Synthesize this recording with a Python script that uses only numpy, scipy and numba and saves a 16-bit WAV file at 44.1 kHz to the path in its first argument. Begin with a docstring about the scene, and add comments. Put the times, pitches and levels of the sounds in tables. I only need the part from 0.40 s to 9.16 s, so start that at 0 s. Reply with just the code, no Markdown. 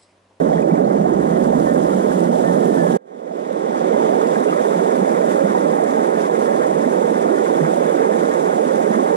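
"""A shallow river churns and hisses over stones beside a pool, where a far bird whistles.
Then the level drops and swells back beside the riffle, with gulps, sliding gurgles and ticks.
Bubbles are damped sines over filtered noise; gurgles and whistles are sliding tones; droplets are noise ticks.
Two close microphone ports hear much of the low water in nearly opposite phase, mostly louder on the right.
A faint low rumble of moving air lies underneath."""
import sys
import numpy as np
from scipy import signal
from scipy.fft import rfft, irfft, next_fast_len
from scipy.io import wavfile
from scipy.ndimage import uniform_filter1d, minimum_filter1d, map_coordinates
from numba import njit

SR = 44100
rng = np.random.default_rng(int(sys.argv[2]) if len(sys.argv) > 2 else 0)


def to_wav(sig):
    """Store sig (one row per channel, or 1-D mono) as 16-bit WAV at the path in sys.argv[1].

    Samples outside -1..1 are clipped; the rate is SR.
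    """
    pcm = np.clip(np.atleast_2d(sig), -1, 1) * 32767
    pcm = np.round(pcm).astype(np.int16)
    wavfile.write(sys.argv[1], SR, pcm.T)  # frames by channels


N = 386301

# Levels in the tables are those before the ports and the final gain control.
# Colour of the water. Each row: frequency in Hz, pool strength in dB, riffle strength in dB (both relative).
WATER_COLOUR = [(127.3, -16, -25.5), (174, 0.5, -6.5), (223, 1, -3), (328, -1.5, -3), (433, -1, 1.5),
                (568, -0.3, 0.94), (789, -6.5, -4.5), (1167, -18, -14), (1460, -23, -19.5),
                (1950, -29, -24), (2320, -39.5, -32), (2720, -41, -37.5), (3200, -37.5, -37.5),
                (3560, -38.5, -35.5), (4070, -45.5, -44.5), (5640, -42.5, -40.5), (7620, -39.5, -37.5),
                (10200, -45, -43.5), (11900, -50.5, -51), (13500, -60, -58)]
# The two spots, pool then riffle. Each row: level of the churn in dB, of the babble in dB, of the spray in dB.
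SPOT_LEVELS = [(-14.5, -30, -43), (-16.5, -29.5, -43.5)]
# Typical random drift in dB, in the order churn, babble, spray.
LAYER_DRIFT_DB = (.6, .25, .2)
# Waves breaking harder or softer. Each row: middle in seconds, churn lift in dB, spray lift in dB.
WAVE_SURGES = [(.22, -0.5, 1), (2.3, 0.8, 1), (3.65, 0.8, 1), (4.25, 0, .8), (4.9, 0.8, .8), (7.17, 0.7, 1),
               (7.75, 1, 1.3), (8.5, 0, 1)]
SURGE_S = 0.25  # time from the middle until the lift falls to about a third
# The microphone swings toward the white water, once per spot. Each row: start in seconds, end in seconds.
MICROPHONE_TURNS = [(.66, 1.27), (3.25, 4.25)]
# Colour while it is turned away. Each row: frequency in Hz, pool change in dB, riffle change in dB.
TURNED_AWAY = [(700, 0.5, 0.5), (1400, -2, -2), (2210, -2, -1.5), (3400, -5.5, 1.5), (5600, -4, -1),
               (10000, -7.5, -5.5)]
# Small splashes that throw up spray. 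Each row: middle in seconds, lift in dB.
SPRAY_SPLASHES = [(3.93, 1.5), (4.92, 3.5), (5.82, 1.5), (6.04, 1), (7.34, 1)]
SPLASH_S = .03  # time from the middle until the lift falls to about a third
# Single bubbles, from gulps to small plinks. Each row: start in seconds, first pitch in Hz, level in dB.
SINGLE_BUBBLES = [(.118, 624, -13), (.13, 3300, -37), (.131, 1840, -28), (.146, 3480, -42),
                  (.157, 3200, -36), (.181, 1836, -24), (.225, 2450, -31.5), (.312, 2250, -30),
                  (.32, 169, -6), (.354, 2260, -33), (.446, 4200, -37), (.718, 330, -12), (.787, 343, -8),
                  (1.748, 189, -14), (3.602, 918, -12), (3.814, 1200, -15.5), (3.958, 1590, -19.5),
                  (4.063, 412, -6.5), (4.084, 2720, -28), (4.098, 2720, -28), (4.126, 1210, -13),
                  (4.249, 877, -12), (4.284, 3560, -35), (4.46, 808, -11), (4.612, 192, -9.5),
                  (4.943, 296, -10), (5.038, 193, -9), (5.149, 936, -7), (5.334, 800, -10),
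                  (5.569, 818, -12), (5.897, 953, -9), (5.899, 1710, -23), (6.464, 248, -7.5),
                  (6.857, 680, -10), (6.981, 1410, -20), (7.143, 3300, -34), (7.215, 154.5, -6),
                  (7.459, 1630, -24), (7.487, 3400, -35), (7.885, 832, -12), (8.181, 680, -8.5),
                  (8.504, 205, -11), (8.593, 1060, -13)]
# Sliding notes of air cavities. Each row: start in seconds, length in seconds, first pitch in Hz,
# last pitch in Hz, level in dB; the pitches are those before the bulge and waver.
GURGLE_NOTES = [(3.79, .08, 385, 460, -23), (4.26, 0.085, 440, 399, -22), (4.75, .09, 470, 492, -22.5),
                (4.97, .1, 488, 540, -22.5), (5.188, 0.072, 350, 270, -21), (5.24, .06, 560, 574, -19.5),
                (5.66, .11, 320, 469, -23), (5.891, .08, 470, 412, -20.5), (6.21, 0.082, 440, 500, -21),
                (6.884, 0.0677, 235, 430, -18.5), (6.96, .11, 320, 440, -21.5), (7.06, .075, 420, 250, -23),
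                (7.159, 0.072, 290, 412, -23), (7.535, .06, 248, 484, -20), (7.59, 0.073, 417.5, 438, -18),
                (8.55, 0.088, 188.4, 311, -20.5)]
GURGLE_ARCH = 0.072  # share by which the pitch bulges upward midway
# Droplets landing close by. Each row: start in seconds, level in dB before the band filter.
DROPLET_TICKS = [(1.795, -24), (2.876, -31), (2.972, -27), (3.076, -30), (3.129, -23), (3.379, -33),
                 (4.005, -27), (5.182, -28), (5.317, -27), (5.438, -28), (5.819, -25), (5.913, -27.5),
                 (6.023, -29), (6.827, -28), (6.987, -25), (7.33, -27), (7.344, -24.5), (7.497, -24),
                 (7.835, -27), (7.894, -24), (8.048, -28), (8.557, -29)]
# The bird's thin notes. Each row: start in seconds, length in seconds, top pitch in Hz, level in dB.
BIRD_NOTES = [(1.262, 0.076, 1814, -35.5), (2.035, 0.087, 1810, -33.5), (2.166, 0.58, 1820, -37.5)]
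SCOOP_HZ, SCOOP_S = 55, 0.023  # a note starts this far below its top and climbs at this pace
HOLD_S, SAG_HZ_PER_S = 0.1, 600  # after the hold, the pitch sags
TREES_T60_S, TREES_DB = 0.19, -12  # time for the trees' answer to fade by 60 dB, and its level
# Air stirring on the ports beside the pool. Each row: time in seconds, rumble level in dB.
AIR_RUMBLE = [(0.05, -46), (0.35, -54), (.65, -46), (1.15, -45), (2.35, -59)]
CALM_DB = -71  # typical rumble beside the riffle
# The microphone pair. Each row: frequency in Hz, left minus right in dB, left lead in radians,
# likeness of the two sides from 0 to 1.
PORT_PAIR = [(129, -4, 1.4, 0.9), (222, -5.5, -0.9, 1), (332, -10.5, -1, 0.95), (457, -15.5, -2, 1),
             (595, -10, -3, 1), (842, -3.5, -3.5, 0.96), (1173, -2, -3.5, 0.93), (2040, -2.5, -4.5, 0.83),
             (2520, -0.5, -4.5, 0.4), (2730, -1, -3, 0.27), (3310, -4.5, -4.5, 0.5),
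             (3750, -10.5, -5.5, 0.65), (4440, -0.5, -9, 0.1), (5430, -5.5, -8.5, 0.34),
             (6940, -0.3, -9, 0.51), (7600, -1.2, -9.5, 0.24), (9150, 0, -11, 0.67), (11000, -2, -12, 0.24),
             (12500, -4.5, -18, 0.3)]
DROP_S, BACK_S, FULL_S = 2.572, 2.6, 3.55  # the level drops, the swell's ramp begins, full level
FADE_POWER = 1.11  # bend of the swell
TOP_HZ = 13550  # nothing is left from here up


def amp(db):
    """Turn decibels into a gain."""
    return 10 ** (np.asarray(db) / 20)


def unit(x):
    """Scale x to an average (rms) strength of 1."""
    return x / np.sqrt(np.mean(x ** 2) + 1e-20)


def along(rows, hz):
    """Read each column after the frequency, on a log frequency axis."""
    f, *columns = np.transpose(rows)
    return [np.interp(np.log(hz + 1), np.log(f), column) for column in columns]


def wobble(rate):
    """A smooth random curve through `rate` random points a second."""
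    points = rng.standard_normal(int(N * rate / SR) + 4)
    return map_coordinates(points, [np.arange(N) * rate / SR])


def smooth(x, size):
    """Take two running means in a row."""
    return uniform_filter1d(uniform_filter1d(x, size=size), size=size)


def spectrum(x):
    """The frequencies and the spectrum of x, padded with silence."""
    length = 2 * next_fast_len(N // 2 + SR // 10, real=True)
    return np.fft.rfftfreq(length, 1 / SR), rfft(x, length)


def filtered(x, response):
    """Multiply the spectrum of x by a gain for each frequency."""
    hz, z = spectrum(x)
    return irfft(z * response(hz))[..., :N]


def band(hz, low_hz, high_hz, order=10):
    """A band-pass gain; neighbouring bands add up to nearly even power."""
    low_side = 1 + (low_hz / (hz + 1)) ** (2 * order)
    high_side = 1 + (hz / high_hz) ** (2 * order)
    return (low_side * high_side) ** -.5


def rush(patchy_db, size):
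    """Two unrelated noises share patches of random gain across time and pitch."""
    z = signal.stft(rng.standard_normal((2, N)), nperseg=size)[2]
    across_pitch = uniform_filter1d(rng.standard_normal(z.shape[1:]), size=5, axis=0)
    patches = uniform_filter1d(across_pitch, size=9, axis=1)
    patchy = z * amp(patchy_db * unit(patches))
    return unit(signal.istft(patchy, nperseg=size)[1][:, :N])


@njit
def ring(times, pitches, gains, cycles, rise, onset):
    """Bubbles are soft-starting, damped sines that rise in pitch as they near the surface."""
    out = np.zeros((2, N))
    for i in range(len(times)):
        start = int(times[i] * SR)
        life = cycles[i] * SR / pitches[i]  # in samples
        for k in range(max(0, min(int(1.5 * life), N - start))):
            age = k / life
            turns = k * pitches[i] / SR
            wave = np.sin(2 * np.pi * turns * (1 + rise * age / 2))
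            v = wave * np.exp(-3 * age) * (1 - np.exp(-turns / onset))
            out[0, start + k] += gains[0, i] * v
            out[1, start + k] += gains[1, i] * v
    return out


def cloud(rate, low_hz, high_hz, cycles, rise, onset, spread_db):
    """A random crowd of bubbles, `rate` a second, has even power per Hz; a few are much louder."""
    when, place, strength, bearing, life = rng.random((int(rate * N / SR), 5)).T
    hz = low_hz * (high_hz / low_hz) ** place
    gain = hz * amp(-spread_db * np.log(strength + .01))
    angle = 2 * np.pi * bearing
    gains = gain * np.array([np.cos(angle), np.sin(angle)])  # random share in the two parts of the field
    return unit(ring(when * N / SR, hz, gains, cycles * (.5 + life), float(rise), float(onset)))


def river():
    """Churn, babble and spray take each spot's colour and surges, duller while the microphone is turned away."""
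    t = np.arange(N) / SR
    low_db, spray_db = sum(np.outer(lifts, np.exp(-((t - s) / SURGE_S) ** 2)) for s, *lifts in WAVE_SURGES)
    # Each layer: sound, surge in dB, low edge in Hz, high edge in Hz
    layers = [(churn(), low_db, 128, 1000),
              (babble(), (low_db + spray_db) / 2, 1000, 2500),
              (spray(), spray_db, 2500, SR / 2)]
    out = np.zeros((2, N))
    for spot, present in enumerate([t < DROP_S, t >= DROP_S]):
        water = np.zeros((2, N))
        for (layer, surge_db, low_hz, high_hz), db, drift_db in zip(layers, SPOT_LEVELS[spot], LAYER_DRIFT_DB):
            colour = lambda hz: amp(along(WATER_COLOUR, hz)[spot]) * band(hz, low_hz, high_hz, order=14)
            level_db = db + surge_db + drift_db * wobble(3.397)
            water += amp(level_db) * unit(filtered(layer, colour))
        dull = filtered(water, lambda hz: amp(along(TURNED_AWAY, hz)[spot]))
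        facing = np.interp(t, MICROPHONE_TURNS[spot], [0, 1])
        out += present * (facing * water + (1 - facing) * dull)
    return out


def churn():
    """Pockets of air folded under behind the stones ring low and glide upward over a noise roar."""
    pockets = cloud(rate=450, low_hz=125.35, high_hz=1101.6, cycles=19.05, rise=0.357, onset=1.1, spread_db=0.5)
    roar = unit(filtered(rng.standard_normal((2, N)), lambda hz: band(hz, 60, 1170)))
    return unit(pockets + amp(1.5) * roar)


def babble():
    """A dense crowd of small bubbles pings as wavelets break, merging into a fine wash."""
    pings = cloud(rate=4200, low_hz=854.0, high_hz=2802, cycles=14.2, rise=0.081, onset=.9, spread_db=2.5)
    wash = unit(filtered(rush(patchy_db=.8, size=256), lambda hz: band(hz, 760, 2600)))
    tremble_db = 0.24 * wobble(14) + 1.2 * wobble(60)
    return unit(pings + amp(-.5) * wash) * amp(tremble_db)


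def spray():
    """Foam crackles as tiny bubbles over a hiss, trembles finely and puffs up with each splash."""
    t = np.arange(N) / SR
    splash_db = sum(db * np.exp(-((t - s) / SPLASH_S) ** 2) for s, db in SPRAY_SPLASHES)
    crackle = cloud(rate=2200, low_hz=2310, high_hz=12900, cycles=4.9, rise=0.086, onset=0.31, spread_db=5.5)
    hiss = rush(patchy_db=0.96, size=256)
    tremble_db = 0.42 * wobble(17) + 0.63 * wobble(70)
    return unit(hiss + amp(-11.5) * crackle) * amp(splash_db + tremble_db)


def gulps():
    """The largest and nearest bubbles stand out singly; the higher ones ring for more cycles."""
    s, hz, db = np.array(SINGLE_BUBBLES, float).T.copy()
    gains = np.array([amp(db), np.zeros(len(s))])  # all in the common part of the field
    rings = ring(s, hz, gains, cycles=9 + hz / 70, rise=0.066, onset=0.56)
    return filtered(rings, lambda f: band(f, 154, 5000, order=14))


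def gurgle():
    """Air cavities behind the stones shrink or widen, so each note slides along a shallow arch."""
    out, t = np.zeros((2, N)), np.arange(N) / SR
    flutter = amp(1.5 * wobble(45))
    waver = 1 + .012 * wobble(130)
    for start, length, first_hz, last_hz, db in GURGLE_NOTES:
        now = (t >= start) & (t < start + length)
        progress = (t[now] - start) / length
        arch = np.abs(np.sin(np.pi * progress))
        slide_hz = first_hz + (last_hz - first_hz) * progress
        hz = slide_hz * (1 + GURGLE_ARCH * arch) * waver[now]
        wave = unit(np.sin(2 * np.pi * np.cumsum(hz) / SR))
        out[0, now] += amp(db) * flutter[now] * np.sqrt(arch) * wave
    return filtered(out, lambda f: band(f, 165, 900))


def droplets():
    """Each near droplet lands with one very short tick of fading noise."""
    out, t = np.zeros((2, N)), np.arange(SR // 100) / SR
    for s, db in DROPLET_TICKS:
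        start = round(s * SR)
        fade = amp(db - 60 * t / 0.0029)  # falls by 60 dB in 2.9 ms
        out[:, start:start + len(t)] += fade * rng.standard_normal((2, len(t)))
    return filtered(out, lambda hz: band(hz, 3200, 9500, order=4))


def bird():
    """A far bird gives two short notes, then a long falling whistle, blurred by the scattering trees."""
    out, t = np.zeros((2, N)), np.arange(SR // 4) / SR
    for start, length, top_hz, db in BIRD_NOTES:
        age = np.clip(np.arange(N) / SR - start, 0, length)
        scoop = SCOOP_HZ * np.exp(-age / SCOOP_S)
        sag = SAG_HZ_PER_S * np.maximum(age - HOLD_S, 0)
        out += tone(start, length, top_hz - scoop - sag, db, waver=.005, flutter_db=2)
    trees = rng.standard_normal((2, len(t))) * amp(-60 * t / TREES_T60_S)
    answer = signal.oaconvolve(out[:1], trees / np.linalg.norm(trees), axes=1)[:, :N]
    return out + amp(TREES_DB) * answer


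def tone(start, length, hz, db, waver, flutter_db):
    """A slightly unsteady tone from one direction swells and fades in one arch."""
    progress = np.clip((np.arange(N) / SR - start) / length, 0, 1)
    arch = np.sqrt(np.abs(np.sin(np.pi * progress)))
    unsteady_hz = hz * (1 + waver * wobble(130))
    wave = unit(np.sin(2 * np.pi * np.cumsum(unsteady_hz) / SR))
    return np.array([arch * amp(db + flutter_db * wobble(45)) * wave, np.zeros(N)])


def breeze():
    """Air stirring on the ports makes a faint low noise, mostly common to both."""
    t = np.arange(N) / SR
    common, apart = filtered(rng.standard_normal((2, N)), lambda hz: band(hz, 30, 130, order=4))
    pair = np.array([common + 0.16 * apart, common - 0.19 * apart])
    times, levels_db = np.transpose(AIR_RUMBLE)
    pool_db = np.interp(t, times, levels_db) + 1.3 * wobble(6.2)
    riffle_db = CALM_DB + 3 * wobble(8)
    return amp(np.where(t < DROP_S, pool_db, riffle_db)) * unit(pair)


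def ports(field):
    """Two parts of the sound field reach the ports with a balance, lead and likeness set by frequency."""
    hz, (common, apart) = spectrum(field)
    balance_db, lead, coherence = along(PORT_PAIR, hz)
    turn = np.arccos(np.clip(coherence, 0, 1)) / 2  # mixing angle that gives this likeness
    right_gain = np.sqrt(2 / (1 + amp(balance_db) ** 2))
    left_gain = right_gain * amp(balance_db) * np.exp(1j * lead)
    left = left_gain * (np.cos(turn) * common + np.sin(turn) * apart)
    right = right_gain * (np.cos(turn) * common - np.sin(turn) * apart)
    return irfft(np.array([left, right]))[:, :N]


def scene():
    """Water and bird pass through the microphone pair, over a little moving air."""
    water = river() + gulps() + gurgle() + droplets()
    return ports(water + bird()) + breeze()


def gain_control(x, target_db, strength):
    """The gain leans against swells and lulls of the short-term level."""
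    level = np.sqrt(np.abs(smooth(np.mean(x ** 2, axis=0), size=1800)) + 1e-9)
    return x * (amp(target_db) / level) ** strength


def limiter(x, ceiling_db):
    """The gain eases down just around peaks above the ceiling."""
    needed = np.minimum(1, amp(ceiling_db) / (np.abs(x).max(axis=0) + 1e-9))
    return x * smooth(minimum_filter1d(needed, size=1600), size=800)


def record(dry):
    """Swells and peaks are held down, the level drops and swells back, and the top treble is cut."""
    held = limiter(gain_control(dry, target_db=-15.5, strength=0.42), ceiling_db=-2.5)
    t = np.arange(N) / SR
    swell = np.clip((t - BACK_S) / (FULL_S - BACK_S), .039, 1) ** FADE_POWER  # never quite silent
    fader = np.where(t < DROP_S, 1, swell)
    return filtered(held * smooth(fader, size=240), lambda hz: hz < TOP_HZ)


dry = scene()
out = record(dry)
to_wav(out)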